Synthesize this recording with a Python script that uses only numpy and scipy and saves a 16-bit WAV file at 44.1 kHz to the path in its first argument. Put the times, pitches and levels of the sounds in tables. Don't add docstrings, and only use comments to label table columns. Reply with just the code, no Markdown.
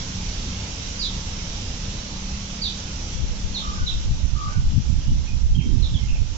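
import sys
import numpy as np
from scipy import signal
from scipy.fft import rfft, irfft
from scipy.io import wavfile
from scipy.ndimage import uniform_filter1d, minimum_filter1d

SR = 44100
rng = np.random.default_rng(int(sys.argv[2]) if len(sys.argv) > 2 else 0)


def linear_from_db(decibels):
    return 10 ** (np.asarray(decibels, float) / 20)


def waveform_to_disk(signal):
    frames = np.transpose(np.atleast_2d(signal))
    scaled = np.clip(frames, -1, 1) * 32767
    samples = np.round(scaled).astype(np.int16)
    wavfile.write(sys.argv[1], SR, samples)


N = 280902

# (frequency [Hz], left minus right [dB])
LEFT_LEAN = [(60, -3), (120, 4.5), (240, -2), (490, -0.5), (970, -1.0), (1960, -3), (3930, -7.5),
             (7890, -6.5)]


def evened(x):
    return x / np.sqrt(np.mean(x ** 2, axis=-1, keepdims=True) + 1e-20)


def read(points, hz):
    f, value = np.transpose(points)
    return np.interp(np.log(hz + 1), np.log(f + 1), value)


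def along(rows):
    s, *columns = np.transpose(rows)
    return np.array([np.interp(np.arange(N) / SR, s, c) for c in columns])


def shaped(points):
    z = rfft(rng.standard_normal((2, N)))
    closed = points + [(4 * points[-1][0], -150)]
    return evened(irfft(z * linear_from_db(read(closed, np.fft.rfftfreq(N, 1 / SR))), N))


def add(mix, s, sound):
    part = mix[:, round(s * SR):][:, :sound.shape[1]]
    part += sound[:, :part.shape[1]]


def breeze(steady=0.18, quick=1.0, buffet_db=7.5, lumpy_db=3.0):
    # (frequency [Hz], level [dB per Hz])
    thump_colour = [(8, -19.5), (18, -3.5), (38, -7), (62, -4.5), (90, -17), (140, -31), (400, -78.5)]
    buffet_colour = [(35, -24.5), (65, 10), (95, 7.5), (135, 7.5), (220, -32.5)]
    flutter_colour = [(60, -21), (110, -10.5), (160, 5.5), (250, -5), (330, -17), (420, -33.5), (700, -67)]
    fizz_colour = [(120, -21), (230, 4.5), (330, -4), (420, -7.5), (520, -26), (700, -44)]
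    # (time [s], level [dB])
    swirl = [(5.6, -69), (5.66, -25.5), (5.72, -30), (5.8, -35), (5.95, -58.5)]
    # (time [s], thump [dB], flutter [dB])
    left_eddies = [(3.22, -21, -33), (3.47, -21.5, -40), (3.69, -25, -44.5), (3.82, -20.5, -37.5),
                   (3.96, -23, -47), (4.12, -19.5, -31.5), (4.3, -34, -43), (4.45, -27, -49),
                   (4.67, -12.5, -47), (4.765, -15, -20), (4.98, -24, -41), (5.12, -17, -42),
                   (5.34, -24, -33.5), (5.5, -16.5, -47), (5.67, -22.5, -37), (5.93, -18.5, -32),
                   (6.11, -18.5, -38), (6.22, -28, -50)]
    right_eddies = [(3.05, -43, -56), (3.3, -18.5, -45), (3.5, -27, -51), (3.69, -26, -55),
                    (3.82, -26, -36.5), (3.96, -22, -45), (4.07, -21.5, -36.5), (4.24, -13, -29.5),
                    (4.36, -16, -32.5), (4.48, -18.5, -29), (4.59, -14.5, -22.5), (4.67, -17, -42),
                    (4.9, -13, -24), (4.98, -17.5, -30.5), (5.12, -17, -24.5), (5.2, -13.5, -36),
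                    (5.34, -17.5, -28), (5.42, -11, -30), (5.52, -16.5, -31.5), (5.59, -21.5, -21),
                    (5.68, -26, -31), (5.77, -7.5, -21.5), (5.94, -19.5, -26), (6.04, -16.5, -29.5),
                    (6.13, -15, -39), (6.22, -13, -38.5), (6.31, -14, -51)]

    lumps = uniform_filter1d(rng.standard_normal((2, N)), size=1800)
    lumps = evened(uniform_filter1d(lumps, size=1200))
    left, right = eddies(left_eddies), eddies(right_eddies)
    level_db = np.array([left[0], right[0], left[1], right[1]])
    level_db = level_db + lumpy_db * np.tile(lumps, (2, 1))
    thump_db, flutter_db = level_db[:2], level_db[2:]
    between_db = (1 - quick) * thump_db + quick * flutter_db + buffet_db
    swirl_db = along(swirl) + [[-25], [0]]

    layers = ((thump_colour, thump_db), (buffet_colour, between_db),
              (flutter_colour, flutter_db), (fizz_colour, swirl_db))
    out = np.zeros((2, N))
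    for colour, db in layers:
        x = shaped(colour)
        x = x / (uniform_filter1d(x ** 2, size=2200) + .02) ** (steady / 2)
        out += linear_from_db(db) * evened(x)
    blowing = np.interp(np.arange(N) / SR, [3.0, 3.1, 6.33, 6.37], [0, 1, 1, .2])
    return out * blowing


def eddies(rows):
    rise_db_per_s, fall_db_per_s, lull_db = 178, 144.5, -59
    flutter_quicker = 1.46
    s, thump_db, flutter_db = np.transpose(rows)
    t = np.arange(0, N + 64, 64) / SR
    late = t[:, None] - s
    loss_db = np.where(late > 0, late * fall_db_per_s, -late * rise_db_per_s)
    levels = thump_db - loss_db, flutter_db - flutter_quicker * loss_db
    return [np.interp(np.arange(N) / SR, t, np.maximum(db.max(axis=1), lull_db)) for db in levels]


def birds():
    # (slide start [s], slide length [s], top note [Hz], hold level [dB], slide level [dB])
    near_chirps = [
        (1.003, .088, 4790, -21.5, -23),
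        (2.626, 0.088, 4560, -19, -23),
        (3.554, 0.096, 4234, -24.5, -24),
        (3.874, 0.047, 3937, -22.5, -18),
        (5.822, 0.086, 4340, -43.5, -31),
    ]
    # (start [s], length [s], from [Hz], to [Hz], level [dB])
    far_peeps = [(3.796, .025, 3010, 2950, -48), (5.004, 0.13, 2870, 2930, -50.5),
                 (5.271, 0.04, 2540, 2438, -40.5), (5.548, 0.045, 3203, 3172, -32.5),
                 (5.582, .036, 3040, 2060, -36), (5.6, 0.068, 3180, 3166, -40),
                 (5.94, .03, 3590, 2980, -30), (5.985, 0.078, 2180, 2020, -45),
                 (6.082, .02, 2756, 2425, -35), (6.098, .07, 2770, 2720, -44),
                 (6.141, .028, 2716, 2290, -39)]
    # (start [s], length [s], pitch [Hz], level [dB], warble [0-1])
    coo_notes = [
        (3.605, .175, 1205, -27.5, .6),
        (3.75, .11, 1495, -33, 0.3),
        (4.341, 0.175, 1205, -27.5, 0.76),
        (4.46, 0.12, 1497, -32.5, 0.33),
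    ]
    warble_hz = 83

    out = np.zeros((2, N))
    calls = [chirp(*r) for r in near_chirps]
    calls += [peep(*r) for r in far_peeps]
    calls += [coo(*r) for r in coo_notes]
    for start, hz, db, lean_db, echo_db, warble in calls:
        t = np.arange(len(hz)) / SR
        tone = np.sin(2 * np.pi * np.cumsum(hz) / SR) * linear_from_db(db)
        tone *= 1 - warble + warble * np.sqrt(2) * np.cos(np.pi * warble_hz * t)
        tone *= signal.windows.tukey(len(t), .15)
        lean = linear_from_db(read(LEFT_LEAN, hz.mean()) + lean_db) ** np.array([[.5], [-.5]])
        add(out, start, lean * signal.fftconvolve(tone[None], walls(echo_db), axes=1))
    return out


def chirp(slide_s, length, top_hz, hold_db, slide_db):
    hold_s, hold_rise_db = .014, -6.5
    hold_sag = .1
    break_share, break_s, bend, bottom = 0.15, .005, 1.5, .645
    beak_hz, above_db_per_oct, below_db_per_oct = 3690, -17, -84.5

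    t = np.arange(-hold_s, length, 1 / SR)
    after = np.maximum(t, 0)
    high = break_share * np.exp(-after / break_s) + (1 - break_share) * (1 - after / length) ** bend
    high = high - hold_sag * np.minimum(t, 0) / hold_s
    hz = top_hz * (bottom + (1 - bottom) * high)
    octaves = np.log2(hz / beak_hz)
    beak_db = np.where(octaves > 0, above_db_per_oct * octaves, -below_db_per_oct * octaves)
    level_db = np.where(t < 0, hold_db - hold_rise_db * t / hold_s, slide_db + beak_db)
    level_db = uniform_filter1d(level_db, size=150)
    lean_db, echo_db, warble = -1, 1.5, 0
    return slide_s - hold_s, hz, level_db, lean_db, echo_db, warble


def peep(start, length, from_hz, to_hz, db):
    u = np.arange(0, length, 1 / SR) / length
    fade_db, lean_db, echo_db, warble = -4.5, -3.5, -2.5, 0
    return start, from_hz + (to_hz - from_hz) * u, db + fade_db * u, lean_db, echo_db, warble


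def coo(start, length, hz, db, warble):
    top, ends_db, lean_db, echo_db = 0.53, -10, 5, -5
    waver_hz, husk_db = 11, 1.5
    u = np.arange(0, length, 1 / SR) / length
    waver, husk = evened(uniform_filter1d(rng.standard_normal((len(u), 2)), size=500, axis=0).T)
    away = np.where(u < top, 1 - u / top, (u - top) / (1 - top))
    level_db = db + husk_db * husk + ends_db * away ** 2.0
    return start, hz + waver_hz * waver, level_db, lean_db, echo_db, np.clip(warble, 0, 1)


def walls(echo_db, far_db=-12.5, leaves=.8):
    hold_s, t60_s = .022, 0.25
    t = np.arange(SR // 2) / SR
    shape = (2, len(t))
    tail = rng.standard_normal(shape) * (rng.random(shape) < .05)
    tail = tail * linear_from_db(-60 * np.maximum(t - hold_s, 0) / t60_s)
    tail = linear_from_db(echo_db) * tail * (t > .004) / np.linalg.norm(tail, axis=1, keepdims=True)
    tail += linear_from_db(echo_db + far_db - 60 * t / 0.99) * rng.standard_normal(shape) / np.sqrt(SR / 20)
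    tail += leaves * linear_from_db(echo_db - 10.0) * rng.standard_normal(len(t)) * linear_from_db(-60 * t / 0.0087) / 10
    tail[[0, 1], [0, 14]] = .6
    return tail


def rustle():
    # (time [s], level [dB])
    brush = [
        (6.3, -70),
        (6.34, -53),
        (6.37, -48),
    ]
    skin = shaped([(250, -29.0), (500, -7.0), (900, 5.0), (1400, -1), (2500, -35.5)])
    return linear_from_db(along(brush)) * skin * linear_from_db([[2.0], [-2.5]])


def engine(waver_db=3.0, jitter_hz=0.45):
    # (time [s], speed [turns per second])
    turning = [(0, 30.6), (.6, 31.1), (1.4, 31.9), (2.0, 32.5), (3.1, 32.5), (3.9, 32.2), (4.6, 31.2)]
    # (multiple of the turning rate, level [dB])
    orders = [(1, 3), (2, -0.5), (3, -5.5), (4, -25), (5, -9), (7, -11.5), (8, -23)]
    body_db = 3

    speed = uniform_filter1d(along(turning)[0], size=9000)
    speed = speed + jitter_hz * evened(uniform_filter1d(rng.standard_normal(N), size=1500))
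    turns = np.cumsum(speed) / SR
    waver = uniform_filter1d(rng.standard_normal((len(orders), N)), size=9000)
    waver = evened(uniform_filter1d(waver, size=5000))
    body = np.zeros(N)
    for (k, db), w in zip(orders, waver):
        body += linear_from_db(db + waver_db * w) * np.cos(2 * np.pi * (k * turns + rng.random()))
    note_db = exhaust_db() + .4 * waver_db * waver[-1]
    note = np.sqrt(2) * linear_from_db(note_db) * np.cos(2 * np.pi * 6 * turns)
    return linear_from_db(body_db + slow_gain()) * body + note * (np.arange(N) < turning[-1][0] * SR)


def exhaust_db():
    # (start [s], length [s], level [dB])
    carried = [
        (0.032, 0.25, -37.5),
        (0.442, 0.26, -41),
        (0.89, .62, -43.5),
        (1.775, 1.15, -41.5),
        (3.095, .78, -41),
        (4.096, 0.41, -52),
    ]
    edge_s, rest_db = 0.14, -51
    t = np.arange(N) / SR
    swells = []
    for s, length, db in carried:
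        inside = np.minimum(t - s, s + length - t)
        swells.append(np.clip(inside / edge_s + .5, 0, 1) * (db - rest_db))
    return rest_db + np.max(swells, axis=0)


def air(patchy_db=1.34):
    # (frequency [Hz], level [dB per Hz])
    yard_colour = [(10, -16.5), (25, -3.5), (65, -5), (140, -13), (260, -19), (400, -28), (700, -30.5),
                   (1200, -29), (1900, -30.5), (3000, -25), (4500, -28), (5700, -24), (7300, -30),
                   (7850, -42)]
    # (centre [Hz], width [Hz], height [dB])
    humps = [(514, 260, 4.5), (864, 160, 4.5), (3050, 230, -0.5), (5810, 350, 2.5)]
    # (frequency [Hz], left-right likeness [-1 to 1])
    likeness = [(60, 1), (100, 1), (180, 0.93), (310, 0.55), (520, 0.67), (900, 0.14), (1550, -0.15),
                (2670, 0.039), (4590, 0.014), (7890, -0.043)]
    air_db = 9.5

    frames, hz = N // 512 + 5, np.fft.rfftfreq(2048, 1 / SR)
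    a, b, c, d, patches = rng.standard_normal((frames, 1025, 5)).T
    patches = uniform_filter1d(uniform_filter1d(patches, size=10, axis=0), size=6, axis=1)
    same = np.clip(read(likeness, hz), -1, 1)[:, None]
    left, other = a + 1j * b, c + 1j * d
    z = np.array([left, same * left + np.sqrt(1 - same ** 2) * other])
    lean_db = read(LEFT_LEAN, hz) * np.array([[.5], [-.5]])
    colour_db = read(yard_colour, hz)
    for f, width, db in humps:
        colour_db = colour_db + db / (1 + (2 * (hz - f) / width) ** 2)
    z *= linear_from_db((colour_db + lean_db)[..., None] + patchy_db * patches / patches.std())
    x = signal.istft(z, nperseg=2048, noverlap=1536)[1][:, :N]
    return linear_from_db(air_db) * x / x.mean(0).std()


def slow_gain():
    # (time [s], level [dB])
    closing = [(0, -40), (1.6, -40.5), (2.4, -41.5), (3.2, -41.5), (3.9, -41.5), (4.3, -43), (5.0, -43.5),
               (5.5, -45.5), (5.9, -43.5), (6.37, -44.5)]
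    return along(closing)[0]


def duck(loud):
    from_db, share, smooth_s, recover_db_per_s = -32.5, 0.26, 0.056, 89
    power = uniform_filter1d((loud ** 2).mean(0), int(smooth_s * SR))
    power_db = 10 * np.log10(abs(power) + 1e-12)
    fall = np.arange(N) * recover_db_per_s / SR
    held_db = np.maximum.accumulate(power_db + fall) - fall
    over_db = np.maximum(held_db - from_db, 0)
    return linear_from_db(-share * uniform_filter1d(over_db, size=400))


def scene():
    yard = linear_from_db(slow_gain()) * air() + engine()
    loud = breeze() + birds()
    return duck(loud) * yard + loud + rustle()


def roll_off(x):
    return signal.sosfilt(signal.butter(12, 8490, fs=SR, output="sos"), x)


def record(dry):
    gain = np.minimum(.68 / (abs(dry).max(0) + 1e-9), 1)
    gain = minimum_filter1d(gain, size=1300)
    held = dry * uniform_filter1d(gain, size=1300)
    edge = signal.firwin(801, 7830, window=("kaiser", 9), fs=SR)
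    mix = signal.oaconvolve(held, edge[None], "same")
    return roll_off(mix)


dry = scene()
out = record(dry)
waveform_to_disk(out)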